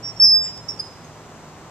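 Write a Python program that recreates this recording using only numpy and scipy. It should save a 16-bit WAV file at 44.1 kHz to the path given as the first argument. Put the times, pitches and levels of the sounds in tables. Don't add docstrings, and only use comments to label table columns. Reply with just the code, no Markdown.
import sys
import numpy as np
from scipy import signal
from scipy.fft import rfft, irfft
from scipy.io import wavfile
from scipy.ndimage import uniform_filter1d

SR = 44100
rng = np.random.default_rng(int(sys.argv[2]) if len(sys.argv) > 2 else 0)


def store_wav(level_fs):
    pcm = np.round(np.clip(np.atleast_2d(level_fs), -1, 1) * 32767)
    wavfile.write(sys.argv[1], SR, pcm.T.astype(np.int16))


N = 74970
T = np.arange(N) / SR


def from_db(db):
    return 10 ** (np.asarray(db) / 20)


def rms_one(x):
    return x / np.sqrt(np.mean(x ** 2) + 1e-20)


def pan(db):
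    return from_db(np.array([[.5], [-.5]]) * db)


def colour(x, points):
    hz, db = np.transpose(points)
    bins = np.maximum(np.fft.rfftfreq(N, 1 / SR), 1)
    gain = from_db(np.interp(np.log(bins), np.log(hz), db))
    return irfft(rfft(x) * gain, N)


def noise(points):
    return rms_one(colour(rng.standard_normal((2, N)), points))


def drift(rate_hz):
    bins = np.fft.rfftfreq(N, 1 / SR)
    return rms_one(irfft(rfft(rng.standard_normal(N)) / (1 + (bins / rate_hz) ** 2), N))


# f/Hz, relative level/dB per Hz
TOWN_SPECTRUM = [(15, -37), (25, -17), (38, -16), (96, -5), (126, -10), (155, -4.5), (187, -11),
                 (237, -7.5), (278, -9.5), (403, -10), (436, -11), (1020, -11), (1510, -18.5),
                 (4850, -31.5), (7420, -32), (10200, -47), (14000, -44)]
# f/Hz, side-minus-mid level/dB
TOWN_WIDTH = [(30, -10), (70, -13.5), (250, -18), (700, -17), (1400, -7), (2800, -6), (6000, 5.5),
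              (12000, 0.5)]
# f/Hz, left-minus-right level/dB
TOWN_BALANCE = [(60, -4.5), (110, -2), (200, -1.5), (370, -0.5), (690, -0.5), (1270, -0.5), (2330, 0.5),
                (4280, -1), (7880, 5.5), (14500, -1)]
# f/Hz, level at start/dB, level at end/dB
ENGINE_LINES = [(111.6, -45.5, -59.5), (155, -52, -50.5), (178.3, -53, -60.5), (407.5, -58.5, -60)]
TOWN_DB = -43
HUM_WAVER_HZ, HUM_WAVER_RATE_HZ = 3.07, 6.63


def town():
    mid, side = noise(TOWN_SPECTRUM)
    side = colour(side, TOWN_WIDTH)
    left_eq = [(hz, db / 2) for hz, db in TOWN_BALANCE]
    right_eq = [(hz, -db / 2) for hz, db in TOWN_BALANCE]
    wash = np.array([colour(mid + side, left_eq), colour(mid - side, right_eq)])
    hum = np.zeros(N)
    for hz, first_db, last_db in ENGINE_LINES:
        pitch = hz + HUM_WAVER_HZ * drift(HUM_WAVER_RATE_HZ)
        level = from_db(np.linspace(first_db, last_db, N))
        hum += np.sqrt(2) * level * np.sin(2 * np.pi * np.cumsum(pitch) / SR)
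    return from_db(TOWN_DB) * wash + hum


# f/Hz, relative level/dB
RUSTLE_SPECTRUM = [(800, -27), (1700, 8), (3200, 3), (4500, -18), (9000, -33)]
RUSTLE_S, RUSTLE_WIDTH_S, RUSTLE_DB = .475, .035, -48


def rider():
    swell = np.exp(-((T - RUSTLE_S) / RUSTLE_WIDTH_S) ** 2)
    return from_db(RUSTLE_DB) * swell * noise(RUSTLE_SPECTRUM)


EARLY_DB, EARLY_T60_S = -12, 0.17
LATE_DB, LATE_T60_S = -16.5, 0.87
ECHO_DELAY_S = .014


def echoes(x, level_db, t60):
    decay = (T > ECHO_DELAY_S) * from_db(-60 * T / t60)
    response = rng.standard_normal((2, N)) * decay / np.sqrt(np.sum(decay ** 2))
    return from_db(level_db) * signal.fftconvolve(x, response, axes=1)[:, :N]


# t/s, level/dB
TICK_TIMES = [(.576, -38.5), (0.91, -56), (1.046, -47)]
# f/Hz, relative level/dB
TICK_SPECTRUM = [(1000, -7), (3500, -2), (5500, 3), (8300, -3), (11000, -14.5), (14000, -27)]
TICK_DECAY_S, TICK_PAN_DB = 0.0025, 7


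def chain():
    level = np.zeros(N)
    for start, db in TICK_TIMES:
        level += from_db(db) * (T >= start) * np.exp(-np.abs(T - start) / TICK_DECAY_S)
    return pan(TICK_PAN_DB) * level * noise(TICK_SPECTRUM)


# f/Hz, relative level/dB
RASP_SPECTRUM = [(2500, -24), (4000, -19.5), (5200, -5.5), (6200, 11), (7500, 4.5), (9000, -34),
                 (11000, -13.5), (14000, -33.5)]


def rubbing():
    return noise(RASP_SPECTRUM)


FLUTTER_RATE_HZ = 130
WAVER_HZ, WAVER_RATE_HZ = 6.73, 82


def slip(hz, rough):
    phase = 2 * np.pi * np.cumsum(hz + WAVER_HZ * drift(WAVER_RATE_HZ)) / SR
    flutter = 1 + rough * (drift(FLUTTER_RATE_HZ) + 1j * drift(FLUTTER_RATE_HZ))
    return np.sqrt(2) * flutter * np.exp(1j * phase), phase


OVERTONE_PAN_DB = 12.5


def octave(tone):
    return (tone ** 2).real / np.sqrt(2)


# start t/s, length t/s, attack t/s, release t/s, pitch f/Hz, scoop from below f/Hz
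# (negative: from above), level/dB, sag/dB (negative: rise), roughness [ratio],
# octave level/dB and rasp level/dB relative to the squeak, left-minus-right level/dB
SHORT_SQUEAKS = [ (0.02, 0.076, 0.04, 0.015, 5488, 20, -28, 3.5, 0.08, -53, -38, -5.5),
                 (0.139, .062, .040, .005, 5464, 4.5, -42.5, 0, .05, -44, -21, -5),
                 (0.197, 0.011, 0.0031, 0.0057, 5280, 10, -23, 8.5, 0.15, -32, -35, -16.5),
                 (0.204, 0.047, 0.029, .006, 5559, 15.5, -17, -3, 0, -37.5, -39, -4),
                 (.243, .016, .005, .006, 5410, 5.5, -22, -1.5, 0.1, -30, -36, -4),
                 (0.238, 0.081, .010, .025, 5643, 22.5, -32.5, 14.5, 0, -13, -38, -17.5),
                 (0.393, 0.06, 0.063, 0.0089, 7315, -24, -41.5, -3.5, 0.03, -51, -40, 19),
                 (0.682, 0.026, 0.01, 0.0037, 5503, 13, -23.5, 20.5, 0.07, -30, -17, -19.5),
                 (0.691, 0.023, 0.0087, .005, 5423, 1, -31, -0.5, 0.33, -32, -21, -3.5),
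                 (0.786, 0.0091, .008, 0.0077, 4835, 19, -39.5, 6.5, 0.31, -21, -8, 15),
                 (.792, 0.012, 0.0087, 0.0085, 5026, 38.5, -20, 3.5, 0.2, -23.5, -36, -4.5),
                 (1.041, 0.013, 0.0037, .005, 6430, 21, -52.5, -1.5, 0.2, -30, -22, -3)]
SCOOP_S = 0.0068
RING_DB, RING_DECAY_S = -7.5, 0.036


def squeaks():
    tones = np.zeros((2, N), complex)
    edge = np.zeros((2, N))
    rasp = rubbing()
    for (start, length, attack, release, hz, scoop_hz, db, sag_db,
         rough, octave_db, rasp_db, pan_db) in SHORT_SQUEAKS:
        age = np.maximum(T - start, 0)
        since_end = np.maximum(age - length, 0)
        swell = np.sin(np.pi / 2 * np.minimum(age / attack, 1)) ** 2
        held = swell * from_db(db - sag_db * np.minimum(age / length, 1))
        level = held * np.exp(-since_end / release)
        ring = held * from_db(RING_DB) * np.exp(-since_end / RING_DECAY_S)
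        tone, _ = slip(hz - scoop_hz * np.exp(-age / SCOOP_S), rough)
        tones += pan(pan_db) * np.maximum(level, ring) * tone
        overtone = pan(OVERTONE_PAN_DB) * from_db(octave_db) * octave(tone)
        edge += level * (overtone + from_db(rasp_db) * rasp)
    return tones, edge


# t/s, level/dB
SQUEAL_ENVELOPE = [(0.1988, -33.5), (.202, -11.5), (.208, -14), (.225, -8), (.25, -10), (.305, -13.5),
                   (.332, -12.5), (.358, -13), (.385, -22), (.415, -27.5), (.45, -29.5), (.51, -43.5),
                   (0.599, -51)]
LEVEL_SMOOTH_S = .003
SQUEAL_HZ, SQUEAL_SHARP_HZ, SQUEAL_SETTLE_S = 5100, 45.12, 0.017
SQUEAL_ROUGH, CATCH_ROUGH, CATCH_S = 0.0086, 0.19, 0.008
DOUBLING_S, DOUBLING_WIDTH_S, DOUBLING_DB = 0.356, .03, -30.5
OCTAVE_DB = -34.5
SQUEAL_RASP_DB, SQUEAL_RASP_FADE_S = -44, .04


def squeal():
    times, db = np.transpose(SQUEAL_ENVELOPE)
    age = np.maximum(T - times[0], 0)
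    level = np.interp(T, times, from_db(db), left=0, right=0)
    level = uniform_filter1d(level, max(int(LEVEL_SMOOTH_S * SR), 1))
    pitch = SQUEAL_HZ + SQUEAL_SHARP_HZ * np.exp(-age / SQUEAL_SETTLE_S)
    rough = SQUEAL_ROUGH + CATCH_ROUGH * np.exp(-age / CATCH_S)
    tone, phase = slip(pitch, rough)
    doubling_swell = np.exp(-((T - DOUBLING_S) / DOUBLING_WIDTH_S) ** 2)
    doubling = from_db(DOUBLING_DB) * doubling_swell * np.cos(1.5 * phase)
    overtones = from_db(OCTAVE_DB) * octave(tone) + doubling
    rasp = from_db(SQUEAL_RASP_DB) * np.exp(-age / SQUEAL_RASP_FADE_S) * rubbing()
    return level * tone, level * (pan(OVERTONE_PAN_DB) * overtones + rasp)


SUM_TONE_DB = -25
UPPER_SIDE_DB, LOWER_SIDE_DB = -7.5, -25


def hanger():
    long_tone, long_edge = squeal()
    short_tones, short_edge = squeaks()
    second = short_tones.mean(axis=0)
    sum_tones = from_db(SUM_TONE_DB) * (long_tone * second).real
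    upper_side = from_db(UPPER_SIDE_DB) * second ** 2 * np.conj(long_tone)
    lower_side = from_db(LOWER_SIDE_DB) * long_tone ** 2 * np.conj(second)
    tones = (long_tone + short_tones + upper_side + lower_side).real
    return tones + pan(OVERTONE_PAN_DB) * sum_tones + long_edge + short_edge


LEFT_LEAD_S = .00003


def right_later(x):
    left, right = x
    bins = np.fft.rfftfreq(N, 1 / SR)
    delayed = irfft(rfft(right) * np.exp(-2j * np.pi * bins * LEFT_LEAD_S), N)
    return np.array([left, delayed])


def scene():
    swing = hanger() + chain()
    early = echoes(swing, EARLY_DB, EARLY_T60_S)
    late = echoes(swing, LATE_DB, LATE_T60_S)
    return right_later(town() + rider() + early + late + swing)


LIMIT_DB, LIMIT_SHARE, LIMIT_ATTACK_S = -15.5, 0.15, 0.0028
OVERSHOOT_FALL_DB_PER_S = 47
CUTOFF_HZ = 14250


def record(dry):
    keep = np.exp(-1 / (LIMIT_ATTACK_S * SR))
    power = signal.lfilter([1 - keep], [1, -keep], np.mean(dry ** 2, axis=0))
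    level_db = 10 * np.log10(power + 1e-12)
    overshoot_db = np.maximum(level_db - LIMIT_DB, 0)
    fall_db = OVERSHOOT_FALL_DB_PER_S * T
    held_db = np.maximum.accumulate(overshoot_db + fall_db) - fall_db
    ducked = dry * from_db(-LIMIT_SHARE * held_db)
    low_pass = signal.ellip(12, .1, 80, CUTOFF_HZ, fs=SR, output="sos")
    return signal.sosfilt(low_pass, ducked)


dry = scene()
out = record(dry)
store_wav(out)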